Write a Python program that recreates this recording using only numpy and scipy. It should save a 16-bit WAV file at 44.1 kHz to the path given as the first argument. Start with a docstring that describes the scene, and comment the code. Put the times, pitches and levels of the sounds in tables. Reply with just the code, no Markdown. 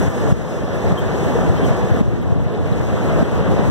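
"""A rubber conveyor belt rumbles and rushes over steel rollers while wind buffets both microphone ports.
Flickering noise bands make belt and wind; resonators ring the roller; bent tones make clinks and squeaks.
The belt slaps in decaying sines, grit ticks in bright noise; a buffet is a short pressure swing.
A hand-held recorder moves from above the belt to below the frame, heard as changing levels.
After most hard buffets the level drops and creeps back. Each channel gets a late, inverted copy of the other."""
import sys
import numpy as np
from scipy import signal
from scipy.fft import rfft, irfft, next_fast_len
from scipy.io import wavfile

SR = 44100
rng = np.random.default_rng(int(sys.argv[2]) if len(sys.argv) > 2 else 0)


def transcribe(signal):
    """Save signal, clipped to [-1, 1], as a 16-bit WAV file at the path in sys.argv[1]."""
    frames = np.atleast_2d(signal).T
    limited = np.clip(frames, -1, 1)
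    pcm = np.round(limited * 32767).astype(np.int16)
    wavfile.write(sys.argv[1], SR, pcm)


N = 163170

# left-right likeness of belt and roller noise: freq_hz, correlation (-1 to 1)
LIKENESS = [(100, 0.97), (250, 1), (450, 0.78), (650, 0.68), (900, 0.28), (1400, -0.12), (2300, 0.079),
            (3500, 0.084), (5800, -0.077), (12000, 0.18)]


def amp(db):
    """Decibels to amplitude."""
    return 10 ** (np.asarray(db) / 20)


def rms_one(x):
    """Scale to rms 1 over all channels."""
    return x / np.sqrt(np.mean(x ** 2) + 1e-20)


def in_time(rows):
    """Interpolate each column against the first, start_s."""
    start_s, *columns = np.transpose(rows)
    return [np.interp(np.arange(N) / SR, start_s, column) for column in columns]


def at_hz(points, hz):
    """Interpolate a curve over log frequency."""
    freq_hz, value = np.transpose(points)
    return np.interp(np.log(hz), np.log(freq_hz), value)


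def drift(rate_hz):
    """Slow chance of rms 1: noise through a two-pole lowpass, run at SR / 40."""
    pole = np.exp(-2 * np.pi * rate_hz * 40 / SR)
    noise = rng.standard_normal(N // 40 + 2002)
    slow = signal.lfilter([1], [1, -2 * pole, pole * pole], noise)[2000:]  # settled part
    return np.interp(np.arange(N) / 40, np.arange(len(slow)), rms_one(slow))


def resonate(x, hz, width_hz):
    """Two-pole resonance of about unit gain at its peak."""
    r = np.exp(-np.pi * width_hz / SR)
    poles = [2, -4 * r * np.cos(2 * np.pi * hz / SR), 2 * r * r]
    return signal.lfilter([1 - r * r, 0, r * r - 1], poles, x)


def correlate(mid, side, likeness):
    """Stereo noise of a given left-right likeness from two independent noises."""
    alike = np.clip(likeness, -.99, .99)
    return np.sqrt(1 + alike) * mid + np.sqrt(1 - alike) * side * [[1], [-1]]


def bands(spectrum, likeness, shared_db, own_db, shared_hz, own_hz):
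    """Third-octave bands of stereo noise that flicker together and alone; rms 1."""
    together_db = shared_db * drift(shared_hz)
    mid, side = rfft(rng.standard_normal((2, N)))
    hz = np.arange(N // 2 + 1) * SR / N + 1e-3
    spec = amp(at_hz(spectrum, hz)) * correlate(mid, side, at_hz(likeness, hz))
    centres_hz = 20 * 2 ** np.arange(0, 10, 1 / 3)
    in_range = (centres_hz > spectrum[0][0] / 2) & (centres_hz < spectrum[-1][0] * 1.3)
    out = 0
    for centre_hz in centres_hz[in_range]:
        share = np.clip(1 - 3 * abs(np.log2(hz / centre_hz)), 0, 1)  # overlapping triangles
        flicker_db = together_db + own_db * drift(own_hz)
        out = out + amp(flicker_db) * irfft(spec * share, N)
    return rms_one(out)


def belt():
    """Belt on rollers: low rumble and bright rush, both flickering noise, slightly left."""
    # belt levels: start_s, rumble_db, rush_db
    belt_levels = [(0, -18.5, -43.5), (.12, -18.5, -40.5), (.3, -16.5, -42.5), (.36, -17, -43),
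                   (.6, -21, -47.5), (.95, -18, -44.5), (1.3, -17.5, -43.5), (1.6, -18.5, -45.5),
                   (1.99, -20.5, -48), (2.04, -20.5, -49.5), (2.3, -23, -53), (2.6, -22.5, -51.5),
                   (2.9, -20, -46.5), (3.2, -17, -45), (3.45, -15.5, -45.5), (3.7, -16, -44.5)]
    # rumble spectrum: freq_hz, density_db (per Hz)
    rumble_spectrum = [(40, -10), (90, 2.5), (170, 7), (300, -0.5), (450, 0), (650, -4.5), (900, -10),
                       (1300, -13.5), (1800, -18), (2500, -23.5), (3500, -29), (6000, -43.5)]
    # rush spectrum: freq_hz, density_db (per Hz)
    rush_spectrum = [(1200, -10), (2200, -3.5), (3200, -12.5), (4500, -15), (6500, -5.5), (8500, -13),
                     (11000, -18.5), (13000, -18), (16000, -19)]
    rumble_pan_db, rush_pan_db = 3, 1  # left minus right
    half = np.array([[.5], [-.5]])
    rumble_db, rush_db = in_time(belt_levels)
    rumble = bands(rumble_spectrum, LIKENESS, 0.69, 1.4, 13.5, 15.6)
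    rush = bands(rush_spectrum, LIKENESS, 1.35, 1.0, 8.5, 24.0)
    return rumble * amp(rumble_db + rumble_pan_db * half) + rush * amp(rush_db + rush_pan_db * half)


def roller():
    """Grit shakes the steel: noise through paired resonators, each ring wavering in level."""
    # roller and frame resonances: pitch_hz, width_hz (of each resonator), level_db
    resonances = [(495.6, 33, -41), (1147, 25, -55.5), (1732, 102, -49.5), (3155, 59, -65.5),
                  (3480, 83, -61.5), (5130, 65, -67.5), (5854, 64, -66)]
    # nearness of the roller: start_s, gain_db
    nearness = [(0, 8.5), (1.9, 5), (2.3, -4.5), (3.7, 3.5)]
    waver_db, waver_hz = 2.0, 9.8
    mid, side = rng.standard_normal((2, N))
    rings = 0
    for hz, width_hz, level_db in resonances:
        grit = correlate(mid, side, at_hz(LIKENESS, hz))
        ring = rms_one(resonate(resonate(grit, hz, width_hz), hz, width_hz))
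        rings = rings + amp(level_db + waver_db * drift(waver_hz)) * ring
    return rings * amp(in_time(nearness)[0])


def wind():
    """Turbulence at the ports: lumpy low noise, independent at each."""
    # wind levels: start_s, left_db, right_db
    wind_levels = [(0, -12, -20), (.15, -14, -22), (.35, -15, -20), (.52, -22, -24), (.8, -19, -23),
                   (.92, -16, -22), (1.2, -20, -21), (1.38, -16, -20), (1.5, -15, -21), (1.8, -19, -21),
                   (1.98, -12, -19), (2.1, -11, -18), (2.2, -15, -18), (2.38, -14, -18), (2.55, -21, -21),
                   (2.75, -19, -17), (3.0, -21, -19), (3.3, -19, -18), (3.45, -16, -13), (3.7, -16, -12)]
    # wind spectrum: freq_hz, density_db (per Hz)
    wind_spectrum = [(25, -17), (50, -2), (100, 0), (150, -3), (200, -7), (300, -12), (500, -21),
                     (900, -38)]
    alike = [(20, 1), (40, 0.98)]  # only one channel of each pair is used
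    left, right = (bands(wind_spectrum, alike, 3.0, 0.58, 5.6, 1.9)[0] for _ in range(2))
    return amp(in_time(wind_levels)) * [left, right]


def ticks():
    """Grit cracks under the belt: sharp decaying bright noise, plus stray one-sample clicks."""
    # grit ticks: start_s, level_db (before the highpass), decay_s
    tick_rows = [(.1, -36, .002), (.222, -48, .002), (.306, -48, .002), (.699, -50, .002),
                 (.909, -49, .002), (.986, -42, .018), (1.649, -39, .002), (2.715, -50, .002),
                 (2.907, -47, .002), (2.948, -49, .002)]
    highpass_hz, stray_per_s, stray_floor_db = 9000, 40, -38
    shape, t = np.zeros(N + SR), np.arange(SR // 20) / SR
    for start_s, level_db, decay_s in tick_rows:
        start = int(start_s * SR)
        shape[start:start + len(t)] += amp(level_db) * np.exp(-t / decay_s)
    stray_db = stray_floor_db + 4.0 * np.minimum(rng.exponential(1, N), 3)
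    stray = (rng.random(N) < stray_per_s / SR) * amp(stray_db)
    grit = (shape[:N] + stray) * rng.standard_normal((2, N))
    highpass = signal.butter(2, highpass_hz, "high", fs=SR, output="sos")
    return signal.sosfilt(highpass, grit + 1e-18)


def buffets():
    """A cycle or two of pressure, opposite and weaker at one port; also returns the level drop in dB."""
    # wind buffets: centre_s, level_db, pitch_hz, pan_db (left minus right), drop_db (negative: a rise)
    buffet_rows = [(.083, -4, 100, 16, 4.5), (.324, 1, 152, 24, 8.5), (0.926, -3, 148, 23, 3.5),
                   (1.264, -7, 170, -13, -0.5), (1.385, -15, 150, 2, 0), (1.499, 0.5, 110, 30, 1.5),
                   (1.633, -3, 200, 30, -.5), (1.709, -3, 135, 7, -1), (1.92, -1.5, 120, 30, -0.3),
                   (2.013, 0, 200, 29, 7.5), (2.08, -2, 119, 12, 1.6), (2.325, -2, 111, 8, 2.5),
                   (2.468, -4.5, 145, 23, 0), (2.721, -3, 155, -20, 0.5), (2.941, -7, 180, -27, -0.2),
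                   (3.228, -1, 222, -30, 5), (3.41, -2.5, 136, -25, 2.5), (3.491, -2, 170, -22, -0.5),
                   (3.527, -14, 175, -25, 1), (3.595, -5, 180, 5, 1.5), (3.632, -6, 150, -15, -1)]
    spread_cycles, drop_lag_s, drop_s, recover_s = 0.51, 0.0027, 0.002, 0.21
    out, total_drop_db, t = np.zeros((2, N)), np.zeros(N), np.arange(N) / SR
    for centre_s, level_db, hz, pan_db, drop_db in buffet_rows:
        phase = rng.uniform(0, 2 * np.pi)
        cycles = hz * (t - centre_s)
        push = np.exp(-(cycles / spread_cycles) ** 2 / 2) * np.cos(2 * np.pi * cycles + phase)
        port_pan_db = np.array([[pan_db], [-pan_db]])
        out += amp(level_db + np.minimum(0, port_pan_db)) * np.sign(port_pan_db) * push
        since_s = np.maximum(t - centre_s - drop_lag_s, 0)
        total_drop_db += drop_db * (1 - np.exp(-since_s / drop_s)) * np.exp(-since_s / recover_s)
    return out, total_drop_db


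def slaps():
    """Belt slaps a roller: dull sine knocks of a few cycles, alike at both ports."""
    # belt slaps: start_s, level_db (before trim_db), pitch_hz
    slap_rows = [(0.243, -14, 500), (0.843, -15.5, 700), (1.023, -13, 623), (1.226, -6.5, 380),
                 (1.353, -3.5, 460), (1.385, -12, 514), (1.597, -6, 410), (1.639, -10, 417),
                 (2.545, -9, 402), (2.757, -18, 482), (3.078, -11, 345), (3.396, -6, 418)]
    rise_s, trim_db = 0.0031, -6.5
    out, t = np.zeros(N + SR), np.arange(SR // 10) / SR
    envelope = t / rise_s * np.exp(1 - t / rise_s)  # peaks at 1
    for start_s, level_db, hz in slap_rows:
        start = int(start_s * SR)
        knock = envelope * np.sin(2 * np.pi * hz * t)
        out[start:start + len(t)] += amp(level_db + trim_db) * knock
    return out[:N]


def chirps():
    """Clinks and squeaks: short shaky tones bent in pitch, some rattling, over a broad noise scuff."""
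    # clinks and squeaks: start_s, length_s, pitch_hz (middle), rise_hz (at both ends),
    # level_db, scuff_db, rattle_hz (0: none)
    chirp_rows = [(.974, .024, 3150, -60, -26.5, -46, 0), (.999, .017, 3200, 0, -34, -50, 140),
                  (1.568, .034, 3150, 50, -41, -55, 45), (1.631, .04, 3130, 150, -31, -53, 133),
                  (2.726, .008, 3900, 300, -37, -55, 0), (2.43, .06, 11600, 500, -65, -75, 0),
                  (2.9, .085, 11800, 900, -58, -75, 0), (3.145, .09, 11850, 400, -54, -75, 0),
                  (3.63, .09, 11800, 500, -60, -75, 0)]
    wobble_share, rough_db, shake_hz = .015, 2.0, 120.0
    right_lag_s, right_gain, rattle_depth, fade = .000042, .7, .75, .6
    out, grit = np.zeros((2, N)), rng.standard_normal((2, N))
    wobble = 1 + wobble_share * drift(shake_hz)
    rough = amp(rough_db * drift(shake_hz))
    for start_s, length_s, hz, rise_hz, level_db, scuff_db, rattle_hz in chirp_rows:
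        start, length = int(start_s * SR), int(length_s * SR)
        span = slice(start, start + length)
        part = np.linspace(0, 1, length)[:N - start]
        pitch_hz = (hz + rise_hz * (2 * part - 1) ** 2) * wobble[span]
        lag_cycles = hz * right_lag_s * np.array([[0], [1]])
        tone = rough[span] * np.sin(2 * np.pi * (np.cumsum(pitch_hz) / SR - lag_cycles))
        beats = 1 - rattle_depth * (rattle_hz > 0) * np.cos(np.pi * rattle_hz * length_s * part) ** 2
        envelope = np.sin(np.pi * part) ** 0.28 * (1 - fade * part) * beats
        voice = amp(level_db) * tone * [[1], [right_gain]] + amp(scuff_db) * grit[:, span]
        out[:, span] += envelope * voice
    return out


def scene():
    """Sum all sources; the level drops act on everything."""
    pushes, drop_db = buffets()
    total = belt() + roller() + wind() + ticks() + pushes + slaps() + chirps()
    return total * amp(-drop_db)


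def record(dry):
    """Cut deep bass, subtract the other channel late, round peaks, cut the top."""
    # share of the other channel: freq_hz, share (0 to 1)
    cross_share = [(60, .76), (1150, .82), (2300, .78), (3500, .66), (4500, .9), (4700, .99), (5800, .85),
                   (7000, .95), (9300, .9), (11500, .66), (13800, .4), (16000, .4)]
    low_cut_hz, cross_lag_s, top_cut_hz, peak_limit = 45, 0.0004318, 15740, 1.2
    highpass = signal.butter(3, low_cut_hz, "high", fs=SR, output="sos")
    dry = signal.sosfilt(highpass, dry)
    size = next_fast_len(N + 512)
    hz = np.arange(size // 2 + 1) * SR / size + 1e-3
    late = np.clip(at_hz(cross_share, hz), 0, 1) * np.exp(-2j * np.pi * hz * cross_lag_s)
    wide = dry - irfft(rfft(dry[::-1], size) * late, size)[:, :N]
    rounded = peak_limit * np.tanh(wide / peak_limit)
    lowpass = signal.ellip(14, .5, 70, top_cut_hz, fs=SR, output="sos")
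    return signal.sosfilt(lowpass, rounded)


dry = scene()
out = record(dry)
transcribe(out)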